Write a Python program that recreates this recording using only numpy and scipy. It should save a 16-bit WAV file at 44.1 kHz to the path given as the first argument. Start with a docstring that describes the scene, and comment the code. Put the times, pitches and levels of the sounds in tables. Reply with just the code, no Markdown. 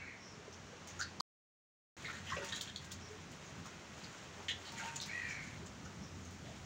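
"""Over a low outdoor rumble a crow is already cawing, hoarse pulses ringing its throat; other birds
chirp and hoot far off. Within a second, hand milking of a cow starts in an open brick shed: short jets
spurt and splash into liquid, among drips, dribbles and a few soft knocks. At 1.2 s all sound drops out
for three quarters of a second. The milking carries on, some jets now ringing a metal pot and a few
fat drops smacking down. At 5 s the crow caws again, and the spurts thin out."""
import sys
import numpy as np
from scipy import signal
from scipy.fft import rfft, irfft, next_fast_len
from scipy.io import wavfile
from scipy.ndimage import map_coordinates

SR = 44100
rng = np.random.default_rng(int(sys.argv[2]) if len(sys.argv) > 2 else 0)


def master(y):
    """Save y as 16-bit WAV."""
    cut = np.clip(np.atleast_2d(y).T, -1, 1)
    pcm = np.round(cut * 32767)  # scale
    wavfile.write(sys.argv[1], SR, pcm.astype(np.int16))


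N = 293385


def amp(db):
    return 10 ** (np.asarray(db) / 20)


def unit_rms(x):
    return x / np.sqrt(np.mean(x ** 2) + 1e-20)


def clock():
    return np.arange(N) / SR


def along(points, hz):
    """Read (Hz, value) points on a log frequency axis."""
    knots_hz, values = np.transpose(points)
    return np.interp(np.log(hz + 1), np.log(knots_hz + 1), values)


def fader(points):
    """A gain for every sample, from (seconds, dB) points."""
    return amp(np.interp(clock(), *np.transpose(points)))


def wobble(rate):
    """A smooth random curve, rate knots a second."""
    return map_coordinates(rng.standard_normal(int(N * rate / SR) + 4), [np.arange(N) * rate / SR])


def wavering_tone(hz, drift_hz, rate):
    """A sine whose pitch wanders at random around hz."""
    return np.sin(2 * np.pi * np.cumsum(hz + drift_hz * wobble(rate)) / SR)


def coloured(x, spectrum):
    """EQ x with a curve of (Hz, dB) points."""
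    size = next_fast_len(len(x) + 8192)
    gain = amp(along(spectrum, np.fft.rfftfreq(size, 1 / SR)))
    return irfft(rfft(x, size) * gain, size)[:len(x)]


def resonate(x, hz, width_hz, order=2):
    """Ring x through a band-pass resonance."""
    edges = np.clip([hz - width_hz / 2, hz + width_hz / 2], 20, SR / 2 - 100)
    return signal.sosfilt(signal.butter(order, edges, "bandpass", fs=SR, output="sos"), x)


def add(track, start, x):
    """Mix x into the track from start seconds on."""
    part = track[max(round(start * SR), 0):][:len(x)]
    part += x[:len(part)]


def at_level(x, length, db):
    """Give x the energy of a sound held at db for length seconds."""
    return amp(db) * x * np.sqrt(length * SR / (np.sum(x ** 2) + 1e-20))


# Fader rides for the rumble and the hiss. Each row: time in seconds, level in dB.
RUMBLE_RIDE = [(0, -60.5), (2, -56.5), (5.2, -58), (5.5, -54.5), (6.65, -54)]
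HISS_RIDE = [(0, -89), (1.2, -82), (1.97, -67.5), (6.65, -58.5)]
# Tone of the rumble and the airy hush. Each row: frequency in Hz, relative spectral level in dB.
RUMBLE_EQ = [(20, -51.5), (30, -20), (50, -14), (70, -3.5), (90, -4), (130, -1.5), (200, -2), (300, -10),
             (500, -28), (1500, -55.5)]
AIR_EQ = [(60, -32.5), (350, 5), (700, 2), (1500, 0.5), (2500, -3), (4000, -7.5), (5000, -9.5),
          (5700, -5.5), (7000, -8.5), (9000, -10), (16000, -11.5)]


def outdoors(air_db=-56, drone_db=-8, drone_hz=90):
    """The outdoor bed: a low rumble with a wavering drone in it, an even hush and a thin, rising hiss."""
    rumble = amp(1.6 * wobble(18)) * unit_rms(coloured(rng.standard_normal(N), RUMBLE_EQ))
    drone = amp(drone_db + 4.3 * wobble(6.5)) * unit_rms(wavering_tone(drone_hz, drift_hz=3, rate=11))
    air = amp(air_db + 0.93 * wobble(2.3)) * unit_rms(coloured(rng.standard_normal(N), AIR_EQ))
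    hiss = unit_rms(resonate(rng.standard_normal(N), 13000, 12000, order=1))
    return fader(RUMBLE_RIDE) * (rumble + drone) + air + fader(HISS_RIDE) * hiss


def turbulence(hz):
    """Throat rasp: a rough band of noise around hz."""
    return unit_rms(wobble(680) * wavering_tone(hz, drift_hz=60, rate=200))


# The caws, the first already under way.
# Each row: start in seconds, length in seconds, gain in dB, extra rasp in dB.
CAWS = [(-.22, .41, -2, 6.5), (5.075, .425, 0, 1)]
# Throat resonances. Each row: pitch in Hz with the beak shut, then wide open, level in dB shut, then open.
THROAT = [(1439, 1935, -62, -47), (1983, 2510, -46, -53)]
BEAK_OPEN_S, BEAK_CLOSE_S = 0.055, 0.29
CAW_ATTACK_S, CAW_RELEASE_S, CAW_PULSE_HZ = 0.023, 0.16, 49.74
RASP_SHUT_DB, RASP_OPEN_DB = 4, -10  # noise against the pulses


def crow(jitter=0.12, scatter=0.016, uneven_db=0.5, overtone_db=-13.5, echo_db=-12, ring_s=0.0028):
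    """Slow pulses ring two throat resonances that rise and sink with the beak; rasp fills the gaps."""
    out, now = np.zeros(N), clock()
    from_peak = np.arange(SR // 40) / SR - 3 * ring_s
    pulse_shape = np.exp(-0.5 * (from_peak / ring_s) ** 2)
    cycles = np.cumsum(CAW_PULSE_HZ * (1 + jitter * wobble(60))) // SR
    beats = np.flatnonzero(np.diff(cycles))
    for start, length, caw_db, hoarse_db in CAWS:
        since, left = now - start, start + length - now
        opening = np.clip(np.minimum(since / BEAK_OPEN_S, left / BEAK_CLOSE_S), 0, 1)
        effort = amp(caw_db) * np.clip(np.minimum(since / CAW_ATTACK_S, left / CAW_RELEASE_S), 0, 1)
        rasp = amp(hoarse_db + RASP_SHUT_DB + opening * (RASP_OPEN_DB - RASP_SHUT_DB))
        voice = np.zeros(N)
        for shut_hz, open_hz, shut_db, open_db in THROAT:
            hz = shut_hz + opening * (open_hz - shut_hz)
            db = shut_db + opening * (open_db - shut_db)
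            voice += rasp * amp(db) * turbulence(hz)
            for i in beats[effort[beats] > 0]:
                ring_hz = hz[i] * (1 + scatter * rng.standard_normal())
                pulse_db = db[i] + uneven_db * rng.standard_normal()
                pulse = pulse_shape * np.sin(2 * np.pi * ring_hz * from_peak)
                add(voice, i / SR - 3 * ring_s, at_level(pulse, 1 / CAW_PULSE_HZ, pulse_db))
        voice += amp(db + overtone_db) * turbulence(4200)  # a faint overtone near the sum of the two resonances
        out += effort * voice / np.hypot(1, rasp)
    echo = np.pad(resonate(out, 2200, 900), (round(0.13 * SR), 0))[:N]  # slapback off a far wall
    return out + amp(echo_db) * echo


# High chirps and low hoots. Each row: start in seconds, length in seconds, pitch in Hz.
CHIRPS = [(.159, 0.22, 5520), (2.99, 0.12, 5570), (3.43, .073, 6500), (5.28, .1, 5860), (6, 0.094, 5550),
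          (6.22, 0.075, 6500)]
HOOTS = [(.321, 0.1, 392), (.68, .09, 500), (3.009, .18, 417), (5.558, .15, 384)]


def far_birds(calls, width_hz, db):
    """Distant calls, blurred into soft swells of narrow noise."""
    out = np.zeros(N)
    for start, length, hz in calls:
        swell = np.hanning(round(length * SR)) ** 0.5
        band = resonate(rng.standard_normal(SR), hz, width_hz)[-len(swell):]
        add(out, start, amp(db) * swell * unit_rms(band))
    return out


def impacts(samples, rate, spread_db):
    """Droplets land at random, rate a second, in uneven sizes."""
    clicks = (rng.random(samples) < rate / SR) * rng.choice([-1, 1], samples)
    return clicks * amp(spread_db * rng.standard_normal(samples))


def jet(length, rate=3000, spread_db=3, release_s=0.0016):
    """A tightly gated burst of droplets, rate a second, over a little noise."""
    t = np.arange(SR // 4) / SR
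    attack = 1 - np.exp(-t / (length * 0.029))
    release = np.exp(-np.maximum(t - length, 0) / min(release_s, length / 2))
    return attack * release * (impacts(len(t), rate, spread_db) + 0.13 * rng.standard_normal(len(t)))


# Spurts and splashes, with a few soft, low knocks. Each row: start in seconds, length in seconds,
# pitch of the hollow in Hz, its level in dB, pitch of the spray in Hz, its level in dB.
SPURTS = [(0.476, 0.0099, 445, -52, 900, -72), (.526, 0.019, 3070, -70, 5800, -58),
          (0.874, 0.039, 3800, -75, 6400, -59.5), (.992, .022, 1440, -45, 6500, -47.5),
          (1.009, .024, 1590, -45, 4430, -45.5), (1.2002, 0.0067, 1065, -37, 4430, -36.5),
          (2.044, 0.0071, 2040, -44, 3770, -59.5), (2.052, .023, 2050, -49, 3830, -53.5),
          (2.08, 0.024, 1400, -49, 2030, -50.5), (2.127, 0.062, 1720, -56, 4070, -66.5),
          (2.265, 0.049, 1900, -55.5, 3060, -52.5), (2.3, .016, 1330, -49, 5500, -52.5),
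          (2.318, 0.0151, 1130, -40.5, 1800, -45), (2.364, .029, 496, -47.5, 2560, -49.5),
          (2.386, 0.051, 383, -53, 1430, -55.5), (2.486, 0.013, 3460, -52, 6200, -53),
          (2.523, 0.01, 1680, -45.5, 3630, -40.5), (2.541, 0.044, 3420, -56.5, 6700, -55),
          (2.673, 0.029, 1690, -59, 3480, -53), (2.909, 0.015, 3550, -55, 5550, -62),
          (3.652, .02, 1190, -57, 6530, -65), (4.038, 0.01, 3020, -75, 4570, -52.5),
          (4.37, 0.042, 423, -59, 900, -58.5), (4.4828, .015, 1970, -44, 3190, -38.5),
          (4.499, .019, 1940, -47.5, 3200, -42), (4.648, 0.048, 3180, -60, 4140, -56),
          (4.775, 0.021, 2050, -50.5, 7200, -55.5), (4.793, 0.026, 1500, -48.5, 1970, -57),
          (4.816, 0.036, 860, -55, 1450, -68), (4.874, 0.029, 1510, -54, 2560, -54),
          (4.958, .01, 4090, -62, 7390, -41.5), (5.012, 0.03, 3950, -49.5, 5200, -51.5),
          (5.286, .041, 5670, -60, 7040, -57.5), (5.66, .012, 3500, -75, 7400, -54),
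          (5.849, .016, 1400, -55, 6100, -60.5), (6.437, .082, 660, -61, 3250, -68)]
MIST_RATIO, MIST_DB = 2.1, -13  # the spray's weaker upper resonance
FIZZ_DB, FIZZ_DB_PER_OCTAVE = -3, 7.5  # fizz against a spray at 5 kHz; finer spray fizzes more


def spurts(hollow_width=0.15, spray_width=0.2):
    """A jet rings the air pocket it digs in the liquid and throws up fizzing spray; knocks use it too."""
    out = np.zeros(N)
    for start, length, hollow_hz, hollow_db, spray_hz, spray_db in SPURTS:
        drive = jet(length)
        mist_hz, mist_db = MIST_RATIO * spray_hz, spray_db + MIST_DB
        fizz_db = spray_db + FIZZ_DB + FIZZ_DB_PER_OCTAVE * np.log2(spray_hz / 5000)
        hollow = resonate(drive, hollow_hz, hollow_width * hollow_hz + 60)
        spray = resonate(drive, spray_hz, spray_width * spray_hz)
        mist = resonate(drive, mist_hz, spray_width * mist_hz)
        fizz = resonate(jet(length, rate=1400, spread_db=-3.5), 12500, 15000, order=1)
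        for layer, db in (hollow, hollow_db), (spray, spray_db), (mist, mist_db), (fizz, fizz_db):
            add(out, start, at_level(layer, length, db))
    return out


# The clearest drips. Each row: start in seconds, level in dB before the trim.
DRIPS = [(.873, -37), (1.01, -42.5), (2.13, -45), (2.445, -32.5), (2.558, -35), (2.612, -27), (2.762, -42),
         (2.845, -40.5), (2.917, -30), (3.316, -43), (3.659, -41), (3.985, -50), (4.72, -39),
         (5.012, -32.5), (5.06, -34.5), (6.25, -48), (6.308, -44)]
STRAY_SPAN_S, STRAY_DB, STRAY_SPREAD_DB = (1.8, 6.6), -52.5, 1


def drips(t60=0.1, trim_db=-5, stray_count=22):
    """Single drips tick brightly: a few clear ones, and many faint strays at random."""
    out, t = np.zeros(N), np.arange(SR // 10) / SR
    stray_starts = rng.uniform(*STRAY_SPAN_S, stray_count)
    stray_levels = STRAY_DB + STRAY_SPREAD_DB * rng.standard_normal(stray_count)
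    for start, db in [*DRIPS, *zip(stray_starts, stray_levels)]:
        tick = unit_rms(resonate(rng.standard_normal(len(t)), 13000, 8400, order=1))
        add(out, start, amp(db + trim_db - 60 * t / t60) * tick)
    return out


def bout(start, end, rise_s=0.04, settle_s=0.11):
    """The envelope of a dribble: it builds quickly, holds from start to end and settles slowly."""
    t = clock()
    return np.exp(-np.maximum(start - t, 0) / rise_s - np.maximum(t - end, 0) / settle_s)


# Bouts of dribbling. Each row: start in seconds, hold in seconds, level in dB.
DRIBBLES = [(.9, .1, -59), (1.987, 0.2, -55), (2.279, .3, -52), (4.03, 0.061, -58), (4.612, 0.84, -57.5),
            (4.79, 0.064, -50), (6.473, .2, -61.5)]
# Tone of the droplet patter. Each row: frequency in Hz, relative gain in dB.
PATTER_EQ = [(200, -34.5), (600, -8.5), (1400, -5), (2200, -4.5), (3500, -8.5), (5000, -13.5), (7000, -9),
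             (16000, -9.5)]
TRICKLE_SPAN_S, TRICKLE_DB = (1.5, 5.55), -61  # a faint patter under most of the milking


def dribble(sputter_db=2):
    """Loose droplets of many sizes patter on between the spurts, each size at its own pitch."""
    flows = [amp(db) * bout(start, start + length) for start, length, db in DRIBBLES]
    flows.append(amp(TRICKLE_DB) * bout(*TRICKLE_SPAN_S))
    pitches_hz = np.geomspace(400, 14000, 12)
    patter = sum(resonate(impacts(N, rate=450, spread_db=3.5), hz, hz / 3) for hz in pitches_hz)
    sputter = amp(sputter_db * wobble(30))
    return np.linalg.norm(flows, axis=0) * sputter * unit_rms(coloured(patter, PATTER_EQ))


# The metal pot's modes. Each row: pitch in Hz, relative level in dB, seconds to fade by 60 dB.
POT_MODES = [(562.7, 6, 0.31), (737, 4, 0.14), (919, 0.5, 0.61), (1438, -4.5, 0.6), (1566, -2, .35),
             (1590, 4, 0.12), (1920, 2, 0.3), (2470, -11, .5)]
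# The jet meets the pot.
# Each row: start in seconds, build-up in seconds, drive in dB, frequency it rings most in Hz.
POT_HITS = [(2.318, 0.042, -49, 1690), (2.368, 0.028, -55, 580), (2.416, 0.0088, -56.5, 1100),
            (2.855, 0.027, -61.5, 1550), (4.719, 0.017, -61.5, 940), (4.817, .021, -51, 1000),
            (4.899, .027, -61, 1450)]


def pot(reach_octaves=0.46, sway_db=4, sway_hz=11):
    """Where the jet lands decides which modes speak; they ring on with a slow, beating waver."""
    out, t = np.zeros(N), np.arange(SR) / SR
    for start, build_s, hit_db, centre_hz in POT_HITS:
        attack = 1 - np.exp(-2 * t / build_s)
        for hz, mode_db, t60 in POT_MODES:
            coupling = 2 * np.exp(-(np.log2(hz / centre_hz) / reach_octaves) ** 2)
            sway = sway_db * np.sin(2 * np.pi * (sway_hz * t + rng.random()))
            decay = amp(hit_db + mode_db + sway - 60 * t / t60)
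            tone = np.sin(2 * np.pi * (hz * t + rng.random()))
            add(out, start, coupling * attack * decay * tone)
    return out


# Fat drops landing. Each row: start in seconds, level in dB before the body and splash trims.
SMACKS = [(2.5626, -34.5), (2.6097, -29), (2.7601, -30), (5.001, -32)]


def smacks(length=0.0023, body_db=-7, splash_db=-13):
    """Each fat drop lands with a sharp smack: a bright body with a splash on top."""
    out = np.zeros(N)
    for start, db in SMACKS:
        drive = jet(length)
        add(out, start, at_level(resonate(drive, hz=3960, width_hz=1100), length, db + body_db))
        add(out, start, at_level(resonate(drive, hz=6500, width_hz=4000), length, db + splash_db))
    return out


# The shed's reverb. Each row: frequency in Hz, seconds to fade by 60 dB.
SHED_DECAY = [(200, 0.091), (2000, 0.22), (5000, 0.23), (12000, 0.035)]


def shed(x, predelay_s=0.006):
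    """Brick walls and roof answer with a short tail, the treble dying first."""
    hz, t, noise = signal.stft(rng.standard_normal(SR // 2), SR, nperseg=256)
    decay = amp(-60 * t / along(SHED_DECAY, hz)[:, None])
    _, tail = signal.istft(noise * decay, SR, nperseg=256)
    response = np.pad(tail, (round(predelay_s * SR), 0)) / np.linalg.norm(tail)
    return signal.fftconvolve(x, response)[:N]


def scene():
    """The mono mix: milking and birds each feed the shed's reverb, over the outdoor bed."""
    milking = spurts() + smacks() + dribble() + drips() + pot()
    birds = amp(-1) * crow()
    birds += far_birds(CHIRPS, width_hz=690, db=-64)
    birds += far_birds(HOOTS, width_hz=41, db=-61)
    birds += amp(-4) * shed(birds)
    milking += amp(-7) * shed(milking)
    return (milking + birds + outdoors())[None]


# The microphone's dull treble. Each row: frequency in Hz, gain in dB.
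MICROPHONE_EQ = [(7000, 0.5), (8000, -9), (9500, -16.5), (11000, -28), (13600, -27), (15000, -17.5)]
DROPOUT_FROM_S, DROPOUT_TO_S, HIGH_CUT_HZ = 1.2082, 1.967, 15800


def record(dry):
    """A dull microphone, a hard mute for the dropout, then a brick-wall high cut."""
    t = clock()
    gate = (t < DROPOUT_FROM_S) | (t > DROPOUT_TO_S)
    heard = coloured(dry[0], MICROPHONE_EQ) * gate
    size = next_fast_len(N + 8192)
    passband = np.fft.rfftfreq(size, 1 / SR) < HIGH_CUT_HZ
    return irfft(rfft(heard, size) * passband, size)[None, :N]


dry = scene()
out = record(dry)
master(out)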